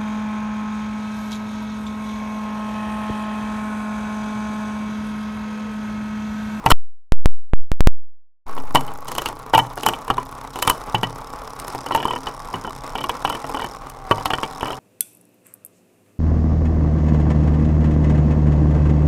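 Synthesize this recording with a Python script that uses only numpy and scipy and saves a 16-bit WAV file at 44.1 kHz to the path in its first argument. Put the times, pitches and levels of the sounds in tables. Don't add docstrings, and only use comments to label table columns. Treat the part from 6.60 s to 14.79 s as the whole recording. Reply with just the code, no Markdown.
import sys
import numpy as np
from scipy import signal
from scipy.fft import rfft, irfft, next_fast_len
from scipy.io import wavfile
from scipy.ndimage import uniform_filter1d

SR = 44100
rng = np.random.default_rng(int(sys.argv[2]) if len(sys.argv) > 2 else 0)


def file_out(sig):
    cols = np.atleast_2d(sig).T
    lim = np.clip(cols, -1, 1)
    pcm = np.round(lim * 32767).astype(np.int16)
    wavfile.write(sys.argv[1], SR, pcm)


N = 361179
TIME = np.arange(N) / SR
BLOW_TIME = TIME[:SR // 4]

# pitch in Hz, level in dB.
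FLYWHEEL_TONES = [(131, -55), (271, -52.5), (1130, -50)]
# time in seconds, pitch in Hz, level in dB.
BELT_SONG = [(7.05, 835, -47), (7.17, 811, -43), (7.38, 794, -41.5), (7.52, 762, -41)]
# frequency in Hz, gain in dB.
FLOOR_COLOUR = [(12, -12), (25, 7.5), (48, -2.5), (80, -11), (130, -7), (200, -15), (600, -46), (4000, -71)]
WHIR_COLOUR = [(70, -29), (130, -10), (195, -13), (265, -8.5), (350, -12), (455, -4), (560, -8.5),
               (700, -7), (850, -3.5), (1080, -1), (1400, -8.5), (1650, -17.5), (2200, -18.5),
               (2800, -24.5), (16000, -44)]

# time in seconds, links passing per second.
CHAIN_SPEED = [(0.0, 23.74), (2.1, 28.38), (2.64, 29.51), (2.93, 28.98), (3.47, 33.19), (3.67, 33.17),
               (3.93, 32.03), (4.33, 34.7), (4.9, 34.38), (5.1, 36.81), (5.59, 37.85), (6.3, 34.92),
               (6.47, 36.81), (6.7, 40.56), (6.87, 41.09), (7.36, 39.29), (7.5, 37.42), (7.9, 41.23)]
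# time in seconds, lag in links at the
SHIFTING = [(2.15, .91, .01, .47, .85), (2.7, .91, .01, .8, .85), (3.6, .91, .01, .72, .3),
            (5.0, .91, .01, .72, .3), (5.35, .76, .1, 1.01, .08)]
# time in seconds, coasting level in dB.
SEATING_LEVELS = [(2.5, -62), (3.3, -60), (4.8, -54.5), (5.3, -49.5), (6.15, -54.5), (6.95, -49.5),
                  (7.7, -51.5)]
# frequency in Hz, gain in dB.
SEATING_COLOUR = [(1000, -19.5), (3800, -26), (4600, 3.5), (5400, 6), (6300, -10), (8000, -12), (9000, -3),
                  (10000, -15), (16000, -38.5)]
RATTLE_COLOUR = [(1000, 6.5), (2200, -3), (2900, 2.5), (3750, 9), (4400, 3), (7000, 1), (8900, -1.5),
                 (10500, -0.5), (13500, -6), (16000, -19.5)]
SCRAPE_COLOUR = [(2000, -15), (7000, -5), (9300, -8), (10300, 5), (11300, -5), (13000, 1.5), (16000, -9.5)]

# time in seconds, then levels in dB of the
CHAIN_DROPS = [(.062, -7, -21.5, -28.5), (.105, -11.5, -18.5, -18), (.115, -4, -11, -24),
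               (1.978, -26, -42, -53), (2.149, -10, -25, -25.5), (2.156, -5.5, -13, -25),
               (2.17, -18.5, -22.5, -42), (2.209, -28, -55, -37), (2.278, -42, -39, -48),
               (2.582, -19.5, -24, -28.5), (2.659, -23, -23, -32), (2.937, -8.5, -17.5, -36),
               (2.949, -6, -15, -30), (2.979, -5, -25, -21), (2.989, -14.5, -17.5, -35),
               (3.177, -25.5, -42, -42), (3.233, -24.5, -28.5, -34), (3.264, -9.5, -19.5, -21),
               (3.287, -18, -23.5, -26), (3.335, -25, -28, -44), (3.48, -26, -39, -43),
               (3.502, -11.5, -23.5, -36.5), (3.581, -15, -37, -48), (4.025, -19, -24, -21.5),
               (4.076, -10, -19.5, -21), (4.099, -12.5, -20, -17.5), (4.346, -13, -18, -39),
               (4.432, -16.5, -19, -36), (4.999, -55, -55, -35.5), (5.081, -33, -55, -36),
               (5.149, -23, -50, -42), (5.263, -26, -35.5, -42), (5.31, -17.5, -44, -57),
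               (5.349, -11, -25.5, -31.5), (5.361, -28, -44, -34.5), (5.454, -14, -30, -40),
               (5.669, -23.5, -27, -48), (5.94, -22.5, -30.5, -48), (6.44, -20.5, -29, -37),
               (6.494, -17.5, -24.5, -36.5), (6.649, -14, -22.5, -39.5), (6.699, -20, -29.5, -34.5),
               (6.844, -25, -45.5, -64), (6.895, -27.5, -44, -43), (7.299, -65, -56, -41),
               (7.512, -7, -20.5, -38.5), (7.581, -25.5, -39, -64), (7.657, -16, -25, -30),
               (7.705, -17.5, -25.5, -43), (7.735, -17.5, -20.5, -40), (7.785, -24.5, -37, -48),
               (7.832, -18, -25, -43), (8.031, -18, -33, -47)]
# start in seconds, end in seconds, then the same three levels in dB.
GRINDING_SPELLS = [(2.483, 2.70, -29.5, -39.5, -35), (3.958, 4.13, -30, -38.5, -40),
                   (5.321, 5.575, -24.5, -29.5, -46.5), (6.048, 6.09, -26, -37.5, -68),
                   (6.354, 6.425, -25, -29.5, -47), (6.676, 6.76, -26, -32.5, -46),
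                   (6.946, 7.055, -24, -32, -45.5), (8.008, 8.14, -28, -33, -48)]
# frequency in Hz, relative level in dB, seconds to fall 60 dB.
CASSETTE_MODES = [(707, -20, 0.0073), (814.7, 2, 0.078), (949.6, 14.5, 0.03), (1062, 9.5, 0.027),
                  (1274, 1, 0.043), (1327, -14.5, 0.06), (1870, -7.5, 0.046)]
DERAILLEUR_MODES = [(1920, -8, 0.046), (2324, -10.5, 0.061), (2587, -10, 0.017), (2926, 0.5, 0.018),
                    (3000, 3.5, 0.04), (2940, -11.5, 0.025), (3660, -18, 0.02)]
FRAME_MODES = [(84.6, -22.5, 0.033), (145.7, -4, 0.2), (190, -19.5, 0.22), (280.8, -3, 0.38),
               (363.6, 5.5, 0.056), (457, 13, 0.034), (616, -0.5, 0.079)]
LINK_PLATE_MODES = [(10200, -2.5, 0.048), (10578, -4, .06), (12150, 0, 0.036), (12200, -2, 0.035),
                    (13400, -4.5, 0.057)]
STAND_MODES = [(93, -16, 0.25), (119.4, 9, 0.39), (153, -3, 0.67), (176, 3.5, 0.29)]
# start in seconds, level in dB.
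STAND_JOLTS = [(0.065, -16.5), (2.155, -22.5), (2.951, -17.5), (3.27, -25), (3.504, -25.5), (4.345, -19.5),
               (4.432, -23), (5.94, -27), (7.51, -21)]
# start in seconds, end in seconds, level in dB.
PLATE_RUBS = [(.085, .115, -41), (2.47, 2.686, -44), (3.17, 3.296, -46.5), (3.93, 4.122, -46.5),
              (5.076, 5.15, -48)]
# frequency in Hz, gain in dB.
CLINK_COLOUR = [(300, -15.5), (1500, 3.5), (2500, 6.5), (4500, 2.5), (6000, 3), (8000, 5), (10300, 4.5),
                (13500, 2), (16000, -9.5)]
RUB_COLOUR = [(1500, -14), (3500, 9), (6000, 4), (10300, -2), (13500, -13), (16000, -10)]

# start in seconds, voltage before clipping (1 is full scale),
# leak time in seconds, rise time in milliseconds.
MICROPHONE_POPS = [(.1215, -.84, .0825, .04), (.5216, 1.67, .0825, .09), (.6586, -1.36, .0825, .06),
                   (.9351, 3.5, .043, .9), (1.1176, .54, .08, .03), (1.2069, -1.5, .0825, .04),
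                   (1.2729, .99, .0825, .035)]

CLIMB_S = .005
RECOVERY_S = 1.86


def amp(db):
    return 10 ** (np.asarray(db) / 20)


def unit(x):
    return x / np.sqrt(np.mean(x ** 2))


def curves(table):
    times, *columns = np.transpose(table)
    return [np.interp(TIME, times, column) for column in columns]


def add(track, start_s, sound):
    start = max(int(start_s * SR), 0)
    span = track[start:start + len(sound)]
    span += sound[:len(span)]


def colour(x, points):
    size = next_fast_len(len(x) + 4096) // 2 * 2
    hz, db = np.transpose(points)
    bin_hz = np.arange(size // 2 + 1) * SR / size
    gain = amp(np.interp(np.log(bin_hz + 1), np.log(hz), db))
    cepstrum = irfft(np.log(gain))
    cepstrum[1:size // 2] *= 2
    cepstrum[size // 2 + 1:] = 0
    return irfft(rfft(x, size) * np.exp(rfft(cepstrum)))[:len(x)]


def drift(rate_hz):
    hold = int(SR / rate_hz)
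    steps = np.repeat(rng.standard_normal(N // hold + 1), hold)
    return unit(uniform_filter1d(steps, hold)[:N])


def wavering_tone(hz, db):
    level = amp(db + 2.9 * drift(7.6))
    pitch_hz = hz * (1 + .012 * drift(30))
    return level * np.sqrt(2) * np.sin(2 * np.pi * np.cumsum(pitch_hz) / SR)


def trainer():
    hum = sum(wavering_tone(hz, db) for hz, db in FLYWHEEL_TONES)
    belt = wavering_tone(*curves(BELT_SONG))
    rumble = amp(-42) * unit(colour(rng.standard_normal(N), FLOOR_COLOUR))
    return hum + belt + rumble


def link_ticks(links, limp, jitter_s, scatter_db, decay_s):
    number = np.arange(1, int(links[-1]) + 1)
    times = np.interp(number + limp * (-1) ** number, links, TIME)
    envelope = np.zeros(N)
    tick = (1 - np.exp(-BLOW_TIME / .0007)) * np.exp(-BLOW_TIME / decay_s)
    for start_s, (late, size) in zip(times, rng.standard_normal((len(times), 2))):
        add(envelope, start_s + jitter_s * late, amp(scatter_db * np.clip(size, -2, 2)) * tick)
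    return unit(envelope * rng.standard_normal(N))


def drivetrain():
    link_hz, = curves(CHAIN_SPEED)
    seating_db, = curves(SEATING_LEVELS)
    sprocket_lag, chainring_lag, pulley_lag, pulley_share = curves(SHIFTING)
    links = np.cumsum(link_hz) / SR
    sprocket = link_ticks(links - sprocket_lag, limp=.01, jitter_s=.0004, scatter_db=2, decay_s=.0018)
    chainring = link_ticks(links - chainring_lag, limp=.07, jitter_s=.0008, scatter_db=3, decay_s=.0022)
    pulley = link_ticks(links - pulley_lag, limp=.06, jitter_s=.0012, scatter_db=3.5, decay_s=.0013)

    sliding = amp(3 * drift(100)) * rng.standard_normal(N)
    seating = unit(colour(sprocket + amp(-11.5) * chainring + amp(-10.5) * sliding, SEATING_COLOUR))
    rattle = unit(colour(sprocket + amp(-1.5) * chainring + amp(-22) * sliding, RATTLE_COLOUR))
    rattle *= np.sqrt(1 - pulley_share)
    scrape = unit(colour(pulley, SCRAPE_COLOUR)) * np.sqrt(pulley_share)
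    chain = amp(seating_db) * seating + amp(-50) * rattle + amp(-53) * scrape
    rolling = amp(3.1 * drift(30)) * rng.standard_normal(N)
    whir = unit(colour(rolling + amp(-12.5) * sprocket + amp(-3.5) * chainring, WHIR_COLOUR))

    push_hz_per_s = uniform_filter1d(np.gradient(link_hz) * SR, size=SR // 6)
    running_true = np.interp(TIME, [7.12, 7.2, 7.43, 7.51], [0, 1, 1, 0])
    chain_gain_db = .037 * push_hz_per_s - 11 * running_true
    whir_db = -36 + .0178 * push_hz_per_s - 1.5 * running_true
    return amp(chain_gain_db) * chain + amp(whir_db) * whir


def contact(rise_s, decay_s):
    envelope = (1 - np.exp(-BLOW_TIME / rise_s)) * np.exp(-BLOW_TIME / decay_s)
    return envelope * rng.standard_normal(len(BLOW_TIME))


def ring(force, modes, detune):
    hz, db, t60_s = np.transpose(modes)[:, :, None]
    hz = hz * (1 + detune * rng.standard_normal(hz.shape))
    partials = amp(db - 60 * BLOW_TIME / t60_s) * np.sin(2 * np.pi * hz * BLOW_TIME)
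    return signal.fftconvolve(force, partials.sum(axis=0))[:len(BLOW_TIME)]


def blow(x, db):
    return x * amp(db) * np.sqrt(SR / 100 / np.sum(x ** 2))


def chatter(gap_s, loss_db, scatter_db, count):
    force = np.zeros(len(BLOW_TIME))
    for bounce, (late, size) in enumerate(rng.standard_normal((count, 2))):
        add(force, (bounce + .21 + .17 * late) * gap_s, amp([scatter_db * size - loss_db * bounce]))
    return force


def chain_catch(knock_db, ring_db, clink_db):
    body, clink = np.zeros((2, len(BLOW_TIME)))
    climb = contact(rise_s=.0037, decay_s=.0019)
    add(body, 0, blow(ring(climb, CASSETTE_MODES, detune=.023), knock_db - 22.5))
    add(clink, 0, blow(climb, clink_db - 13))

    bounces = chatter(gap_s=.0043, loss_db=5, scatter_db=2, count=4)
    grinding = signal.fftconvolve(bounces, contact(rise_s=.00085, decay_s=.0018))[:len(BLOW_TIME)]
    strike = blow(contact(rise_s=.00034, decay_s=.0017), 0) + blow(grinding, -6)
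    thump = ring(contact(rise_s=.004, decay_s=.013), FRAME_MODES, detune=.054)
    add(body, CLIMB_S - .0009, blow(ring(strike, CASSETTE_MODES, detune=.05), knock_db))
    add(body, CLIMB_S, blow(ring(grinding, DERAILLEUR_MODES, detune=.0071), ring_db))
    add(body, CLIMB_S, blow(thump, -20.5 + .42 * knock_db))

    click = blow(contact(rise_s=.0019, decay_s=.0014), clink_db)
    add(clink, CLIMB_S - .0006, click + blow(grinding, clink_db - 17))
    add(clink, CLIMB_S, blow(ring(strike, LINK_PLATE_MODES, detune=.003), clink_db - 17.5))
    return body, clink


def catches():
    bodies, clinks = np.zeros((2, N))
    for time_s, knock_db, ring_db, clink_db in CHAIN_DROPS + nicks():
        body, clink = chain_catch(knock_db, ring_db, clink_db)
        add(bodies, time_s - CLIMB_S, body)
        add(clinks, time_s - CLIMB_S, clink)
    return bodies + colour(clinks, CLINK_COLOUR)


def stand_jolts():
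    booms = np.zeros(N)
    for start_s, db in STAND_JOLTS:
        boom = ring(contact(rise_s=.0016, decay_s=.0032), STAND_MODES, detune=.0764)
        add(booms, start_s, blow(boom, db))
    return booms


def plate_rubs(attack_s=.0027, release_s=.039):
    pressure = sum(amp(db) * np.interp(TIME, [start, start + attack_s, end, end + release_s], [0, 1, 1, 0])
                   for start, end, db in PLATE_RUBS)
    grit = amp(6.3 * drift(430)) * rng.standard_normal(N)
    return pressure * unit(colour(grit, RUB_COLOUR))


def stuck_microphone(swell_s=.13):
    voltage = np.zeros(N)
    for start_s, jump, leak_s, rise_ms in MICROPHONE_POPS:
        age_s = np.maximum(TIME - start_s, 0)
        switched = np.minimum(1000 * age_s / rise_ms, 1)
        voltage = voltage * (1 - switched) + switched * jump * np.exp(-age_s / leak_s)
    swell_age = np.maximum(TIME - RECOVERY_S, 0) / swell_s
    return voltage - .19 * swell_age * np.exp(1 - swell_age)


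def nicks(max_links=12, scatter_db=1.5):
    link_hz, = curves(CHAIN_SPEED)
    links = np.cumsum(link_hz) / SR
    drop_times = np.transpose(CHAIN_DROPS)[0]
    rows = []
    for start_s, end_s, *spell_db in GRINDING_SPELLS:
        passing = np.interp(start_s, TIME, links) + np.arange(max_links)
        times = np.interp(passing, links, TIME)
        levels = np.array(spell_db) + scatter_db * rng.standard_normal((max_links, 3))
        for time_s, db in zip(times, levels):
            clear_of_drops = np.min(np.abs(time_s - drop_times)) > .008
            if time_s < end_s and clear_of_drops:
                rows.append((time_s, *db))
    return rows


def room(direct, t60_s, wet_db):
    tail = rng.standard_normal(len(BLOW_TIME)) * amp(-60 * BLOW_TIME / t60_s) * (BLOW_TIME > .007)
    tail = colour(tail, [(150, -3), (1200, -3.5), (2900, -16), (6000, -2), (12000, -12)])
    tail /= np.sqrt(np.sum(tail ** 2))
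    return direct + amp(wet_db) * signal.fftconvolve(direct, tail)[:N]


def scene():
    bed = trainer()
    bicycle = drivetrain() + plate_rubs() + stand_jolts() + catches()
    return bed + room(bicycle, t60_s=.32, wet_db=-20)[None]


def record(dry):
    ceiling, top_hz = .7, 16100
    stuck_s = MICROPHONE_POPS[0][0]
    alive = (TIME < stuck_s) + np.clip((TIME - RECOVERY_S) / .018, 0, 1)
    voltage = dry * alive + stuck_microphone()
    clipped = voltage / (1 + (voltage / ceiling) ** 12) ** (1 / 12)
    lowpass = signal.ellip(8, .2, 70, top_hz, fs=SR, output="sos")
    return signal.sosfilt(lowpass, clipped)


dry = scene()
out = record(dry)
file_out(out)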